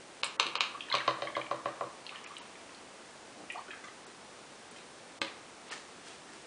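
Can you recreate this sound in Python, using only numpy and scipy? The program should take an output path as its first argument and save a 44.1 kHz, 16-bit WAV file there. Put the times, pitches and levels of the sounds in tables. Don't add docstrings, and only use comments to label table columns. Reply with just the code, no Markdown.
import sys
import numpy as np
from scipy import signal
from scipy.fft import rfft, irfft, next_fast_len
from scipy.io import wavfile
from scipy.ndimage import uniform_filter1d

SR = 44100
rng = np.random.default_rng(int(sys.argv[2]) if len(sys.argv) > 2 else 0)


def volts_from_db(level):
    exponent = np.asarray(level, float) / 20
    return 10 ** exponent


def pcm_store(signal):
    levels = np.round(np.clip(np.atleast_2d(signal), -1, 1) * 32767)
    wavfile.write(sys.argv[1], SR, levels.astype(np.int16).T)


N = 285282
TAIL_LENGTH = 16384
BLOW_LENGTH = TAIL_LENGTH // 4

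# pitch_hz, strength_db, t60_s
TABLE_MODES = [(400, -7.5, 0.18), (478.4, -4.5, 0.14), (565, 6, 0.11), (640, -2.5, 0.054), (753, 4, 0.034)]
# pitch_hz, strength_db, t60_s
THUD_MODES = [(130.6, -0.5, 0.33), (330, 4, 0.39)]
# pitch_hz, strength_db, t60_s
FERRULE_MODES = [(3160, 15.5, 0.0068), (3690, 17.5, 0.0046), (3830, 4.5, 0.0058), (4290, 13.5, 0.005),
                 (4910, 14.5, 0.0033), (4840, -37, 0.01), (6020, 5.5, 0.0048)]


def unit(x):
    return x / np.sqrt(np.mean(x ** 2) + 1e-20)


def along(points, hz):
    f, v = np.transpose(points)
    return np.interp(np.log(hz + 1), np.log(f + 1), v)


def filtered(x, spectrum):
    size = next_fast_len(N + 8192)
    gain = volts_from_db(along(spectrum, np.fft.rfftfreq(size, 1 / SR)))
    return irfft(rfft(x, size) * gain, size)[:N]


def coloured(x, spectrum):
    return unit(filtered(x, spectrum))


def grainy(depth_db, size):
    flutter = unit(uniform_filter1d(rng.standard_normal(N), size))
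    return rng.standard_normal(N) * volts_from_db(depth_db * flutter)


def strokes(rows):
    t = np.arange(N) / SR
    gain = np.zeros(N)
    for peak_s, peak_db, rise_s, fall_s in rows:
        distance = np.where(t < peak_s, (peak_s - t) / rise_s, (t - peak_s) / fall_s)
        gain += volts_from_db(peak_db - 15.5 * distance ** 0.73)
    return gain


def ring(hz, db, t60, attack):
    t = np.arange(BLOW_LENGTH) / SR
    hz, db, t60 = (np.reshape(v, (-1, 1)) for v in (hz, db, t60))
    return volts_from_db(db - 60 * t / t60) * np.sin(2 * np.pi * hz * t) * (1 - np.exp(-t / attack))


def struck(modes, db, scatter_db, attack):
    hz, strength_db, t60 = np.transpose(modes)
    chance = rng.standard_normal((3, len(modes)))
    shifted_hz = hz * (1 + 0.0082 * chance[0])
    sines = ring(shifted_hz, db + strength_db + scatter_db * chance[1], t60, attack)
    return np.sign(chance[2]) @ sines


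def joint_blows(parts, scatter_db, attack):
    return sum(volts_from_db(share_db)[:, None] * struck(modes, 0, scatter_db, attack) for modes, share_db in parts)


def cracks(db, hz, t60, size=9):
    t = np.arange(BLOW_LENGTH) / SR
    noise = uniform_filter1d(rng.standard_normal((2, len(db), len(t))), size=size, axis=2)
    noise = uniform_filter1d(noise, size=size // 2, axis=2) * (1 - np.exp(-t / 0.0003))
    turn = 2 * np.pi * np.reshape(hz, (-1, 1)) * t
    carried = noise[0] * np.cos(turn) + noise[1] * np.sin(turn)
    return carried * volts_from_db(np.reshape(db, (-1, 1)) - 60 * t / t60)


def in_room(starts, sounds, wet_db, wall_db, blur, alike=0):
    # pitch_hz, t60_s
    room_decay = [(150, 0.53), (500, 0.59), (1200, 0.59), (3000, 0.39), (6000, 0.35), (10000, 0.048)]
    # delay_s, level_db
    wall_echoes = [(.0045, -9), (.0105, -7), (.018, -17.5), (.031, -6.5)]
    lead = 200
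    count = len(starts)
    age = np.arange(TAIL_LENGTH) / SR

    hz, t, z = signal.stft(rng.standard_normal((count, TAIL_LENGTH)), SR, nperseg=256)
    even = z / np.sqrt(np.abs(z))
    decaying = even * volts_from_db(-60 * t / along(room_decay, hz)[:, None])
    tails = signal.istft(decaying, SR, nperseg=256)[1][:, :TAIL_LENGTH]
    tails = alike * tails[0] + np.sqrt(1 - alike ** 2) * tails
    tails = tails * (1 + volts_from_db(-6.0 - 60 * age / 0.062)) * (1 - np.exp(-age / 0.00053))
    tails = volts_from_db(wet_db) * tails / np.linalg.norm(tails, axis=1, keepdims=True)

    near = np.zeros_like(tails)
    near[:, 0] = 1
    for delay_s, level_db in wall_echoes:
        near[:, round(delay_s * SR)] = volts_from_db(level_db + wall_db)
    smear = rng.standard_normal((count, lead)) * volts_from_db(np.linspace(-52, -34, lead))

    blunt = sounds * volts_from_db(-60 * age[:sounds.shape[1]] / blur)
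    size_before = np.linalg.norm(sounds, axis=1, keepdims=True)
    blunt = blunt * size_before / np.linalg.norm(blunt, axis=1, keepdims=True)
    heard = signal.fftconvolve(sounds, np.hstack([smear, near]), axes=1)
    heard = heard + signal.fftconvolve(blunt, np.hstack([0 * smear, tails]), axes=1)

    out = np.zeros(N + heard.shape[1])
    for start_s, one in zip(starts, heard):
        out[round(start_s * SR) - lead:][:len(one)] += one
    return out[:N]


def camera_hiss():
    # pitch_hz, density_db
    hiss_spectrum = [(15, -22), (25, -23.5), (155, -6.5), (185, -4.5), (226, -2.5), (329, -1.5),
                     (517, -1.5), (918, -3.5), (1020, -4.5), (1760, -7.5), (2210, -9), (3130, -11),
                     (9900, -17), (12900, -122), (21800, -120)]
    return volts_from_db(-52) * coloured(rng.standard_normal(N), hiss_spectrum)


def sleeve():
    # peak_s, peak_db, rise_s, fall_s
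    scuffs = [
        (4.776, -53, 0.057, .08),
        (5.724, -39, .035, 0.08),
        (6.078, -48.5, 0.053, 0.14),
        (6.336, -53.5, .03, 0.18),
    ]
    # pitch_hz, density_db
    cloth_spectrum = [(88, -49), (150, -18), (378, -0.5), (569, -11.5), (756, -6), (2820, -7), (9270, -15),
                      (10500, -42), (13600, -69), (22000, -120)]
    return strokes(scuffs) * coloured(grainy(3.0, 60), cloth_spectrum)


def slosh():
    # peak_s, peak_db, rise_s, fall_s
    surges = [
        (3.4, -47.5, 0.049, 0.092),
    ]
    # pitch_hz, density_db
    water_spectrum = [(100, -20), (200, 18.5), (400, 14), (800, 13), (1600, -50)]
    return strokes(surges) * coloured(rng.standard_normal(N), water_spectrum)


def bubbles():
    # start_s, length_s, first_hz, last_hz, level_db
    air_pockets = [
        (3.552, 0.0462, 640, 1197, -22),
    ]
    t = np.arange(BLOW_LENGTH) / SR
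    starts, sounds = [], []
    for start_s, length_s, first_hz, last_hz, level_db in air_pockets:
        progress = np.clip(t / length_s, 0, 1)
        pitch_hz = first_hz * (last_hz / first_hz) ** progress
        turn = 2 * np.pi * np.cumsum(pitch_hz) / SR
        fade_in = np.clip(t / 0.00076, 0, 1)
        burst = np.clip((length_s - t) / 0.0013, 0, 1)
        swell = volts_from_db(level_db - 4.7 * (5 - progress)) * fade_in * burst
        flutter = volts_from_db(0.75 * unit(uniform_filter1d(rng.standard_normal(len(t)), size=150)))
        starts.append(start_s)
        sounds.append(swell * flutter * np.sin(turn))
    return in_room(starts, np.array(sounds), wet_db=-15, wall_db=-1, blur=0.55)


def scrape():
    # peak_s, peak_db, rise_s, fall_s
    slides = [
        (0.94, -43.5, 0.076, 0.27),
        (2.13, -50, 0.1, 0.63),
    ]
    # pitch_hz, density_db
    slide_spectrum = [(500, -30), (1100, 4), (1500, -3), (2500, -1), (3200, -7), (4500, -18), (6500, -32)]
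    return strokes(slides) * coloured(grainy(4.8, 120), slide_spectrum)


def bristle_clicks():
    # start_s, peak_db, centre_hz
    clicks = [(0.2436, -30.5, 8660), (2.2417, -36.5, 7070), (2.3826, -44, 8300), (3.5226, -41, 8730),
              (3.844, -44, 6040), (4.0685, -48, 8350), (4.7125, -43, 10000)]
    start_s, peak_db, centre_hz = np.transpose(clicks)
    sounds = cracks(peak_db + 15, centre_hz, t60=0.006, size=16)
    return in_room(start_s, sounds, wet_db=-1, wall_db=-8, blur=0.024)


def jar_touches():
    # start_s, peak_db, pitch_hz, t60_s
    nudges = [(0.746, -30, 1160, 0.022), (0.905, -34, 955, 0.033), (0.927, -25, 1120, 0.019),
              (1.27, -30, 1120, 0.025), (2.122, -26.5, 1170, 0.0082), (2.306, -35.5, 1160, 0.016),
              (2.4, -42, 970, 0.029), (3.557, -33, 1170, 0.022), (3.841, -34.5, 1213, 0.022)]
    # start_s, peak_db, pitch_hz, t60_s
    foot_bumps = [
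        (0.456, -37, 342, 0.053),
        (3.547, -40, 718, 0.05),
        (3.684, -51, 368, 0.077),
    ]
    start_s, peak_db, pitch_hz, t60_s = np.transpose(np.concatenate([nudges, foot_bumps]))
    sounds = ring(pitch_hz, peak_db + 2.0, t60_s, attack=0.002)
    return in_room(start_s, sounds, wet_db=-5, wall_db=4.0, blur=0.029)


def rim_touches():
    # start_s, peak_db, main_hz, second_hz
    rattle = [(0.807, -29, 3230, 2800), (0.8855, -43, 1760, 2900), (0.9003, -29.5, 3930, 4230),
              (0.915, -31.5, 2100, 1520), (0.9248, -20.5, 4100, 3500), (0.964, -45, 2960, 2960),
              (0.9736, -49, 2280, 3000), (0.985, -34, 2270, 3740), (1.0033, -32.5, 1900, 2950),
              (1.0103, -34.5, 1640, 3110), (1.272, -32.5, 2140, 3080), (1.3517, -32, 2120, 3280),
              (1.358, -37, 2060, 3037), (1.4139, -33.5, 2350, 3080), (1.4645, -40, 2320, 2900)]
    # start_s, peak_db, main_hz, second_hz
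    wipe = [(2.0655, -32, 4200, 2800), (2.0919, -36.5, 2600, 4230), (2.0925, -37, 2950, 3600),
            (2.104, -41, 3800, 2500), (2.15, -41.5, 1820, 4370), (2.1581, -37, 3020, 3100),
            (2.18, -47, 3000, 3020), (2.261, -40.5, 2480, 2960), (2.3669, -32, 3030, 3750),
            (2.5551, -44, 2350, 3240), (2.6923, -42, 2550, 1930), (2.747, -41, 4270, 4500)]
    # start_s, peak_db, main_hz, second_hz
    stir = [(3.501, -32, 2475, 2780), (3.5798, -47, 4360, 1870), (3.682, -48.5, 1480, 3020),
            (3.7063, -39.5, 2520, 1720), (3.712, -44.5, 3220, 3780), (3.7322, -42, 1625, 2050),
            (3.8398, -44, 2050, 1570), (3.8415, -48, 3470, 5700), (3.8816, -49, 1960, 3000),
            (4.7612, -52, 3170, 2060), (4.785, -50, 3840, 2550), (5.2774, -42, 2430, 3520),
            (5.722, -42, 1820, 1260), (6.0699, -59, 1700, 3260), (6.107, -52, 3200, 2800),
            (6.289, -52, 1800, 4030)]
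    rim_t60 = [0.018, 0.013, 0.03]
    start_s, peak_db, main_hz, second_hz = np.transpose(np.concatenate([rattle, wipe, stir]))
    base_t60 = np.repeat(rim_t60, [len(rattle), len(wipe), len(stir)])

    def mode(hz, mode_db):
        return ring(hz, mode_db, base_t60 * (hz / 2500) ** -0.88, attack=0.0011)

    rim = mode(main_hz, peak_db + 6.5) + mode(second_hz, peak_db + 2.5)
    rim = rim - mode(0.78 * main_hz, peak_db - 3) - mode(0.7 * second_hz, peak_db - 17.5)
    rim = rim + cracks(peak_db + 4, main_hz, t60=0.009, size=24)
    return in_room(start_s, rim, wet_db=-6, wall_db=-9, blur=0.012)


def laid_down():
    # start_s, peak_db, crack_db (relative)
    drops = [
        (5.2162, -15, -30),
    ]
    # pitch_hz, strength_db, t60_s
    brush_modes = [(322, -9.5, 0.17), (554, -11, 0.15), (970, -3.5, 0.022), (1170, 1, 0.027),
                   (1560, -1, 0.019), (1730, -17, 0.008), (2140, 0.5, 0.019), (2550, 1.5, 0.021),
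                   (3110, 0, .01), (3520, 0.5, 0.014), (4100, 3.5, 0.0083), (4750, -9, 0.0071)]
    start_s, peak_db, crack_db = np.transpose(drops)
    blow = struck(brush_modes, peak_db - 10.0, scatter_db=1.6, attack=0.00059)
    blow = blow + cracks(peak_db + crack_db + 1, hz=6670, t60=0.01)
    blow = blow + cracks(peak_db + 4, hz=3600, t60=0.0035, size=6)
    return in_room(start_s, blow, wet_db=-7.0, wall_db=-6.5, blur=0.016)


def taps():
    # start_s, table_db, edge_db, handle_db (last two relative)
    tap_events = [(0.94, -29.5, 5.5, -5), (1.078, -24.5, 3.5, -5.5), (1.221, -29, -7, -8),
                  (1.366, -29, 0.5, -11), (1.512, -28.5, 1, -11), (1.657, -28.5, -1, -7.5),
                  (1.809, -30, 0, -14)]
    # pitch_hz, strength_db, t60_s
    edge_modes = [(988, -1.5, 0.035), (1027, -1, 0.03), (1106, 2.5, 0.035), (1166, 0, 0.037),
                  (1374, 2, 0.0075)]
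    # pitch_hz, strength_db, t60_s
    shaft_modes = [(1600, 10, 0.011), (1900, 9.5, 0.012), (2071, 4.5, 0.023), (2350, 2.5, 0.027),
                   (2800, 12.5, 0.0041)]
    start_s, table_db, edge_db, handle_db = np.transpose(tap_events)
    ferrule_db = -4.5 - 3.5 * np.arange(len(start_s))
    parts = (
        (TABLE_MODES, table_db - 8.5),
        (THUD_MODES, table_db - 19.5),
        (edge_modes, table_db + edge_db - 3.5),
        (shaft_modes, table_db + handle_db - 3.5),
        (FERRULE_MODES, table_db + ferrule_db),
    )
    blows = joint_blows(parts, scatter_db=0.4, attack=0.00068)
    return in_room(start_s, blows, wet_db=-6, wall_db=-3.5, blur=0.066, alike=0.6)


def knocks():
    # start_s, handle_db, table_db, jar_db, crack_db (last three relative)
    knock_events = [(0.2333, -28, -13, -5, -25), (0.398, -23, -12.5, -3, -5), (0.4665, -34, -13, -13, -4.5),
                    (0.5542, -32, -10, -1.5, -9), (0.607, -24, -19, -5.5, -10.5),
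                    (0.9513, -29.5, -15, -3, -5.5)]
    # pitch_hz, strength_db, t60_s
    handle_modes = [(1690, -14, 0.054), (1790, -2.5, 0.023), (2220, -0.5, 0.026), (2420, 17, 0.0067),
                    (2600, -1, 0.014), (2960, 6, 0.019)]
    # pitch_hz, strength_db, t60_s
    jar_modes = [(970, -23, 0.0071), (1027, 2, 0.019), (1160, 10, 0.012), (1324, -29, 0.06)]
    start_s, handle_db, table_db, jar_db, crack_db = np.transpose(knock_events)
    parts = (
        (handle_modes, handle_db - 5),
        (TABLE_MODES, handle_db + table_db - 5),
        (THUD_MODES, handle_db + table_db - 32.0),
        (jar_modes, handle_db + jar_db),
        (FERRULE_MODES, handle_db - 3.5),
    )
    blows = joint_blows(parts, scatter_db=1.5, attack=0.00055)
    blows = blows + cracks(handle_db + crack_db + 9, hz=7000, t60=0.012)
    blows = blows + cracks(handle_db + 6, hz=4200, t60=0.008)
    return in_room(start_s, blows, wet_db=-4.5, wall_db=-6, blur=0.013)


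def scene():
    # pitch_hz, gain_db
    microphone = [(20, -30), (80, -16), (120, 0), (20000, 0)]
    quiet = sleeve() + slosh() + bubbles() + scrape()
    contacts = bristle_clicks() + jar_touches() + rim_touches()
    blows = laid_down() + taps() + knocks()
    return (filtered(quiet + contacts + blows, microphone) + camera_hiss())[None]


def roll_off(x):
    return signal.sosfilt(signal.butter(12, 10940, fs=SR, output="sos"), x)


def record(dry):
    # pitch_hz, gain_db
    band_limit = [(20, 0), (10180, 0), (10300, -60)]
    # end_s, length_s, above_hz
    dropouts = [(.229, .009, 1600), (.392, .026, 2200), (.55, .005, 2600), (.58, .022, 7800),
                (.601, .021, 3300), (2.27, .023, 5600), (2.415, .025, 7000), (4.064, .014, 6500),
                (4.71, .02, 8500), (5.211, .022, 1300), (5.712, .017, 5500)]
    limited = filtered(dry[0], band_limit)[None]
    hz, t, z = signal.stft(limited, SR, nperseg=256, noverlap=192)
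    for end_s, length_s, above_hz in dropouts:
        inside = (t > end_s - length_s) & (t < end_s)
        z[:, hz > above_hz] *= np.where(inside, volts_from_db(-20.0), 1)
    mix = signal.istft(z, SR, nperseg=256, noverlap=192)[1][:, :N]
    return roll_off(mix)


dry = scene()
out = record(dry)
pcm_store(out)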